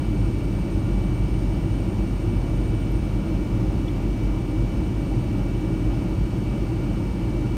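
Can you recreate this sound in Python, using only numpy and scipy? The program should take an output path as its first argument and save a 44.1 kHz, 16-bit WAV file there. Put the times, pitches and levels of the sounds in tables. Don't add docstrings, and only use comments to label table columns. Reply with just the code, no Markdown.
import sys
import numpy as np
from scipy import signal
from scipy.fft import rfft, irfft
from scipy.io import wavfile

SR = 44100
rng = np.random.default_rng(int(sys.argv[2]) if len(sys.argv) > 2 else 0)


def waveform_to_disk(signal):
    frames = np.transpose(np.atleast_2d(signal))
    scaled = np.clip(frames, -1, 1) * 32767
    samples = np.round(scaled).astype(np.int16)
    wavfile.write(sys.argv[1], SR, samples)


N = 333816
TIME_S = np.arange(N) / SR
BIN_HZ = np.fft.rfftfreq(N, 1 / SR)

# f/Hz, density/(dB per Hz)
FUSELAGE_SPECTRUM = [(15, -71), (38, -63), (50, -44), (60, -51), (73, -61), (145, -62.5), (240, -60),
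                     (340, -59.5), (420, -68), (620, -71.5), (1000, -79.5), (1600, -87), (3000, -101.5),
                     (6000, -130)]
# f/Hz, width/Hz, lift/dB
CABIN_MODES = [(109, 64.6, 17.5), (175.5, 51, 7), (216, 6.5, 7), (312.6, 84.6, 9.5), (570, 124, 4),
               (801, 24, 6), (932, 158, 6.5), (1243, 154, 5), (1417, 70, 8.5)]
# f/Hz, level/dB, wander/Hz, fuzz share/1, fuzz width/Hz
ROTOR_TONES = [ (190.9, -37.5, 0.27, 0.34, 2.5), (388.7, -48, 0.31, 0.21, 2.4),
               (1165, -62.5, 1.49, 0.26, 10), (2165, -67.5, 3.96, 0.74, 20), (2295.5, -53.7, .45, .03, 4),
               (2875, -72, 1.5, .4, 12), (4095, -79.5, 3, .6, 18), (5152, -71.3, 5, .6, 22),
               (6116, -77.5, 2.5, .4, 14), (11800, -87, 20, 1, 130), ]
# f/Hz, density/(dB per Hz)
VENT_SPECTRUM = [(300, -125), (800, -101.6), (1800, -85), (3000, -86), (3300, -89), (4400, -91),
                 (4900, -94), (5400, -91.5), (7000, -96), (7700, -100.1), (8500, -96), (9500, -99.8),
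                 (10400, -106.2), (11600, -101.9), (15500, -105.9)]
# f/Hz, width/Hz, lift/dB
DUCT_MODES = [(2706, 280, 5.5), (2997, 45, 7.5)]
# t/s, peak level/dB, f/Hz, width/Hz, rise/s
TRIM_TICKS = [ (2.917, -44.5, 13200, 4400, .0015), (3.834, -50, 9000, 9000, .001),
              (3.881, -38, 3450, 220, .0015), ]

FAN_START_HZ, FAN_SAG_HZ_PER_S = 46.15, .155
SHAFT_HZ = FAN_START_HZ - FAN_SAG_HZ_PER_S * TIME_S


def fuselage():
    return airflow(FUSELAGE_SPECTRUM, CABIN_MODES, gust_db=.4, gust_hz=4.7)


def fan():
    start_db, loss_db_per_hz = -25.7, 4.5
    level_db = start_db - loss_db_per_hz * (FAN_START_HZ - SHAFT_HZ)
    return gain_of(level_db) * tone(SHAFT_HZ, fuzz=.01, width_hz=2.5)


def rotors():
    return sum(gain_of(level_db) * tone(hz + wander_hz * drift(rate_hz=.806), fuzz, width_hz)
               for hz, level_db, wander_hz, fuzz, width_hz in ROTOR_TONES)


def vents():
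    echo_db, spread_s, count = -18, .018, 24
    hiss = airflow(VENT_SPECTRUM, DUCT_MODES, gust_db=.1, gust_hz=4)
    delays = (rng.uniform(.1, 1, count) * spread_s * SR).astype(int)
    signs = rng.choice([-1, 1], count)
    echoes = sum(sign * np.roll(hiss, delay) for sign, delay in zip(signs, delays))
    return hiss + gain_of(echo_db) * echoes / np.sqrt(count)


def turbine_whistle():
    start_hz, climb_hz_per_s, settled_hz = 8610, 26, 8560
    ease_at_s, coast_tau_s = 3.0, 1.2
    start_db, drop_db, fade_s = -64.5, 3.6, .25
    eased_s = np.maximum(TIME_S - ease_at_s, 0)
    level_db = start_db - drop_db * np.minimum(eased_s / fade_s, 1)
    driven_hz = start_hz + climb_hz_per_s * np.minimum(TIME_S, ease_at_s)
    blade_hz = settled_hz + (driven_hz - settled_hz) * np.exp(-eased_s / coast_tau_s)
    blade_hz += 7 * drift(rate_hz=5)
    core = tone(blade_hz, fuzz=.55, width_hz=24)
    sides = sum(tone(blade_hz + order * SHAFT_HZ, fuzz=.85, width_hz=22) for order in (-2, 2))
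    skirt = tone(blade_hz, fuzz=.8, width_hz=140)
    return gain_of(level_db) * (gain_of(-3.5) * core + gain_of(-7.5) * sides + gain_of(-4) * skirt)


def whine_harmonic():
    whine_hz, mean_db, swell_db = 4591, -68.9, 1.3
    level_db = mean_db + swell_db * drift(rate_hz=.8)
    return gain_of(level_db) * tone(whine_hz + drift(rate_hz=.87), fuzz=.074, width_hz=9)


def trim_ticks():
    ticks = np.zeros(N)
    for start_s, peak_db, hz, width_hz, rise_s in TRIM_TICKS:
        ring = noise(1 / (1 + (2 * (BIN_HZ - hz) / width_hz) ** 4))
        age = np.maximum(TIME_S - start_s, 0) / rise_s
        burst = ring * age * np.exp(-age)
        ticks += gain_of(peak_db) * burst / abs(burst).max()
    return ticks


def airflow(spectrum, modes, gust_db, gust_hz):
    knot_hz, knot_db = np.transpose(spectrum)
    slope_db = np.interp(np.log(BIN_HZ + 1), np.log(knot_hz + 1), knot_db)
    lift_db = sum(db / (1 + (2 * (BIN_HZ - hz) / width_hz) ** 2) for hz, width_hz, db in modes)
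    return noise(gain_of(slope_db + lift_db)) * gain_of(gust_db * drift(gust_hz))


def tone(hz, fuzz, width_hz):
    phase = 2 * np.pi * (np.cumsum(hz) / SR + rng.random())
    smear = drift(width_hz) * np.cos(phase) + drift(width_hz) * np.sin(phase)
    return np.sqrt(2 * (1 - fuzz)) * np.cos(phase) + np.sqrt(fuzz) * smear


def drift(rate_hz):
    wander = noise(1 / (1 + (BIN_HZ / rate_hz) ** 2))
    return wander / np.sqrt(np.mean(wander ** 2) + 1e-20)


def noise(gain_per_root_hz):
    return irfft(rfft(rng.standard_normal(N)) * gain_per_root_hz, N) * np.sqrt(SR / 2)


def gain_of(db):
    return 10 ** (np.asarray(db) / 20)


def scene():
    mix = fuselage() + vents() + fan() + rotors() + whine_harmonic() + turbine_whistle() + trim_ticks()
    return mix[None]


def record(dry):
    bass_cut_hz, band_limit_hz = 26, 15720
    high_pass = signal.butter(2, bass_cut_hz, "highpass", fs=SR, output="sos")
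    low_pass = signal.firwin(1023, band_limit_hz, window=("kaiser", 9), fs=SR)
    return signal.oaconvolve(signal.sosfilt(high_pass, dry), low_pass[None], "same")


dry = scene()
out = record(dry)
waveform_to_disk(out)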